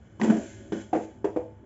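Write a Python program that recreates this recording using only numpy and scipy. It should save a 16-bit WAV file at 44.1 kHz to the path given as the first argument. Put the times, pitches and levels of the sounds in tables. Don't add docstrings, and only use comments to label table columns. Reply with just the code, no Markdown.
import sys
import numpy as np
from scipy import signal
from scipy.fft import rfft, irfft
from scipy.io import wavfile

SR = 44100
rng = np.random.default_rng(int(sys.argv[2]) if len(sys.argv) > 2 else 0)


def pcm_store(signal):
    levels = np.round(np.clip(np.atleast_2d(signal), -1, 1) * 32767)
    wavfile.write(sys.argv[1], SR, levels.astype(np.int16).T)


N = 72765
TIME = np.arange(N) / SR

# pitch in Hz, relative level in dB, seconds to die away by 60 dB (t60).
HOUSING_MODES = [(144, -22, .12), (204, -6, 0.23), (218.3, -4, 0.26), (255.4, -7, 0.15), (325, -3.5, 0.26),
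                 (384.3, -7.5, 0.2), (557.5, -14, 0.34), (620, -15, 0.14), (694, -24, .15)]
PAN_WALL_MODES = [(1454.5, -3.5, 0.1), (1545, -4.5, 0.11), (1667, -2.5, 0.08), (1844, -8, 0.14),
                  (2075, -11, 0.092), (2244, -10, 0.053), (3004, -5, 0.04), (3110, -11.5, 0.047),
                  (3296, -9, 0.087), (3450, -11.5, 0.047), (3886, -20, 0.11), (4250, -21, 0.053),
                  (5177, -17, 0.068), (5990, -15.5, 0.14)]


def from_db(db):
    return 10 ** (np.asarray(db) / 20)


def rms_one(x):
    return x / np.sqrt(np.mean(x ** 2) + 1e-20)


def at_hz(points, hz):
    freqs, values = np.transpose(points)
    return np.interp(np.log(np.maximum(hz, 1)), np.log(freqs), values)


def level(curve):
    return from_db(np.interp(TIME, *np.transpose(curve)))


def colour(x, spectrum):
    hz = np.arange(N // 2 + 1) * SR / N
    return rms_one(irfft(rfft(x) * from_db(at_hz(spectrum, hz)), N))


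def add(out, start_s, sound):
    i = int(start_s * SR)
    out[i:i + len(sound)] += sound[:N - i]


def room_tone(air_db=-53, hum_hz=104.9, hum_db=-53.5, waver=.4):
    # frequency in Hz, relative level in dB.
    air_spectrum = [(25, -21.5), (50, 1.5), (72, 10.5), (130, 3.5), (300, -10.5), (600, -10.5),
                    (1200, -21.5), (2500, -31), (4500, -48.5), (7200, -42.5)]
    drift = colour(rng.standard_normal(N), [(5, 0), (15, -15.5), (60, -71)])
    hum = np.sqrt(2) * np.sin(2 * np.pi * hum_hz * TIME) * (1 + waver * drift)
    air = colour(rng.standard_normal(N), air_spectrum)
    return from_db(air_db) * air + from_db(hum_db) * hum


def slips(per_second=5000, spread_db=2):
    sizes = from_db(spread_db * np.minimum(rng.exponential(1, N), 5))
    signs = rng.choice([-1, 1], N)
    return sizes * signs * (rng.random(N) < per_second / SR)


def ring(force, hz, t60):
    decay, angle = from_db(-60 / (t60 * SR)), 2 * np.pi * hz / SR
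    return signal.lfilter([0, np.sin(angle)], [1, -2 * decay * np.cos(angle), decay ** 2], force + 1e-18)


def rubbed(modes):
    force = slips()
    tones = [from_db(db) * rms_one(ring(force, hz, t60)) for hz, db, t60 in modes]
    return rms_one(sum((-1) ** k * tone for k, tone in enumerate(tones)))


def sliding():
    # time in seconds, level in dB.
    hiss_curve = [(.19, -68), (.2, -48), (.22, -45), (.24, -41), (.28, -59.5), (.42, -43.5), (.5, -46.5),
                  (.6, -55.5), (.716, -61), (.722, -56.5), (.75, -48.5), (.815, -46), (.86, -62.5),
                  (.92, -71), (.96, -54), (1.05, -49), (1.09, -89), (1.2, -78.5)]
    sing_curve = [(.19, -70.5), (.24, -51), (.33, -52.5), (.45, -59), (.6, -61), (.716, -68.5),
                  (.724, -50.5), (.76, -52), (.82, -55), (.87, -71), (.93, -81), (1.03, -65.5),
                  (1.2, -76.5)]
    drone_curve = [(0, -66), (.17, -56), (.22, -30), (.3, -35.5), (.37, -32), (.41, -36.5), (.5, -49),
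                   (.56, -52), (.62, -46.5), (.68, -47), (.73, -47.5), (.8, -40), (.86, -54), (1.2, -52.5),
                   (1.58, -61), (1.65, -48)]
    # frequency in Hz, relative level in dB.
    hiss_spectrum = [(600, -1), (1150, -5.5), (1600, -3.5), (2400, 0.5), (3150, -7.5), (3900, -8.5),
                     (5500, -10), (6300, 0), (7500, 2.5)]
    hiss = level(hiss_curve) * colour(slips(), hiss_spectrum)
    sing = level(sing_curve) * rubbed(PAN_WALL_MODES)
    drone = level(drone_curve) * rubbed(HOUSING_MODES)
    return hiss + sing + drone


def judder(pitch_hz=220.2, wander_depth=.059, db_per_octave=-21):
    # time in seconds, level in dB.
    judder_curve = [(.19, -57.5), (.21, -37), (.23, -19), (.262, -28), (.285, -20), (.306, -12.5),
                    (.325, -38.5), (.35, -27.5), (.383, -32), (.402, -50), (.47, -60.5)]
    wander = colour(rng.standard_normal(N), [(10, -42), (40, 10), (90, 1), (200, -47)])
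    phase = 2 * np.pi * np.cumsum(pitch_hz * (1 + wander_depth * wander)) / SR
    buzz = sum(from_db(db_per_octave * np.log2(k)) * np.sin(k * phase) for k in range(1, 6))
    return level(judder_curve) * rms_one(buzz)


def struck(modes, gains_db):
    t = TIME[:SR]
    return sum(from_db(db + gain_db - 60 * t / t60) * np.sin(2 * np.pi * hz * t)
               for (hz, db, t60), gain_db in zip(modes, gains_db))


def favour(hz, favoured_hz, lift_db, octaves):
    distance = np.log2(np.maximum(hz, 1) / favoured_hz)
    return lift_db * np.exp(-.5 * (distance / octaves) ** 2)


def dense_modes(db_at, t60s, size):
    hz, t = np.arange(size // 2 + 1) * SR / size, np.arange(size) / SR
    edges = 90 * 2 ** (np.arange(21) / 3)
    centres = np.sqrt(edges[1:] * edges[:-1])
    spectrum = from_db(db_at(hz)) * np.exp(2j * np.pi * rng.random(len(hz)))
    bands = np.array([irfft(spectrum * (hz >= lo) * (hz < hi), size) for lo, hi in zip(edges, edges[1:])])
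    decay = from_db(-60 * t / at_hz(t60s, centres)[:, None])
    return (bands * decay).sum(0) / bands.sum(0).std()


def knocks(rise_s=.0011):
    # start in seconds, boom, pan ring and clink levels in dB,
    # pitch favoured by the point of contact in Hz, clack level in dB, clack tilt in dB per octave.
    contacts = [(0.1979, -30, -47.5, -50, 1000, -34, -1), (0.214, -30, -36.5, -42.5, 848, -27.5, 0.5),
                (0.231, -39.5, -35.5, -43, 500, -26.5, 1.5), (0.242, -27, -40.5, -50.5, 950, -30.5, 1.5),
                (0.265, -24, -38.5, -55, 420, -33, 0), (0.277, -31.5, -32.5, -49.5, 800, -31.5, -1.5),
                (0.2996, -23, -43.5, -39.5, 1510, -27.5, 0), (0.322, -26, -29.5, -60, 656, -33.5, -0.5),
                (0.341, -25.5, -40, -49, 321, -45, 3.5), (0.366, -29, -35.5, -46.5, 401, -39, 2),
                (0.7213, -25.5, -30, -37.5, 400, -35, 0.5), (0.757, -32.5, -39, -55.5, 380, -52, 1.5),
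                (0.9296, -41, -22, -45.5, 792, -22, -3), (0.949, -33, -29, -57, 430, -18.5, -5),
                (0.961, -28.5, -30, -52.5, 480, -42, 1), (1.244, -43.5, -22, -49, 390, -24.5, -3),
                (1.362, -46, -23, -60, 506, -28, -3)]
    # pitch in Hz, relative level in dB, t60 in seconds.
    pan_modes = [(323.7, 4.5, 0.13), (400.9, -6, 0.12), (420, -17.5, 0.097), (492, -12.5, 0.32),
                 (590.4, -12.5, 0.18), (655, -8, 0.099), (682, -13, 0.24), (748, -15, 0.19),
                 (767, -10, 0.078), (848, -12.5, 0.11), (875, -27, 0.89), (930.5, -24, 0.19),
                 (1058, -28.5, 0.23)]
    # frequency in Hz, relative level in dB.
    clack_spectrum = [(130, -14.5), (300, -2), (550, 5.5), (850, 2.5), (1200, -7.5), (1800, -9.5),
                      (2600, -14.5), (4200, -28), (5600, -25), (7200, -18)]
    # frequency in Hz, t60 in seconds.
    clack_t60 = [(200, 0.23), (900, 0.088), (2500, 0.16), (7000, 0.15)]
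    out = np.zeros(N)
    rise = 1 - np.exp(-TIME[:SR] / rise_s)
    for start_s, boom_db, pan_db, clink_db, favoured_hz, clack_db, tilt in contacts:
        def clack_shape(hz):
            lift = favour(hz, favoured_hz, lift_db=10.5, octaves=.15)
            return at_hz(clack_spectrum, hz) + tilt * np.log2(hz + 1) + lift

        pan_lifts = [favour(hz, favoured_hz, lift_db=13, octaves=.066) for hz, _, _ in pan_modes]
        blow = struck(HOUSING_MODES, [boom_db] * len(HOUSING_MODES))
        blow += struck(pan_modes, pan_db + np.array(pan_lifts))
        add(blow, 0, from_db(clack_db) * dense_modes(clack_shape, clack_t60, size=8192))
        blow += struck(PAN_WALL_MODES, clink_db + rng.normal(0, 1.8, len(PAN_WALL_MODES)))
        add(out, start_s, blow * rise)
    return out


def latch(start_s=.215, level_db=-21, t60=.022):
    # frequency in Hz, relative level in dB.
    snap_spectrum = [(400, 1.5), (1200, 6.5), (1950, 14), (2700, -16.5), (4400, -21), (7200, -16)]
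    snap = dense_modes(lambda hz: at_hz(snap_spectrum, hz), [(1000, t60)], size=4096)
    out = np.zeros(N)
    add(out, start_s, from_db(level_db) * snap)
    return out


def room(direct, level_db=-7, shortest_s=.0113, longest_s=.0417):
    # frequency in Hz, t60 in seconds.
    room_t60 = [(150, 0.18), (500, 0.32), (2000, 0.42), (7000, 0.64)]
    hz = np.arange(N + 1) * SR / (2 * N)
    delay = lambda s: np.exp(-2j * np.pi * hz * s)
    paths_s = np.geomspace(shortest_s, longest_s, 14)
    loops = [from_db(-60 * s / at_hz(room_t60, hz)) * delay(s) for s in paths_s]
    tail = sum((-1) ** k * loop / (1 - loop) for k, loop in enumerate(loops))
    for s in (.0013, .0031, .0047):
        tail = tail * (delay(s) - .5) / (1 - .5 * delay(s))
    return from_db(level_db) * irfft(rfft(direct, 2 * N) * tail / np.std(tail))[:N]


def scene(low_cut_hz=138):
    low_cut = signal.butter(4, low_cut_hz, "high", fs=SR, output="sos")
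    fryer = signal.sosfilt(low_cut, latch() + knocks() + sliding() + judder())
    return (fryer + room(fryer) + room_tone())[None]


def record(dry, cutoff_hz=7560):
    return signal.sosfilt(signal.ellip(12, .3, 70, cutoff_hz, fs=SR, output="sos"), dry)


dry = scene()
out = record(dry)
pcm_store(out)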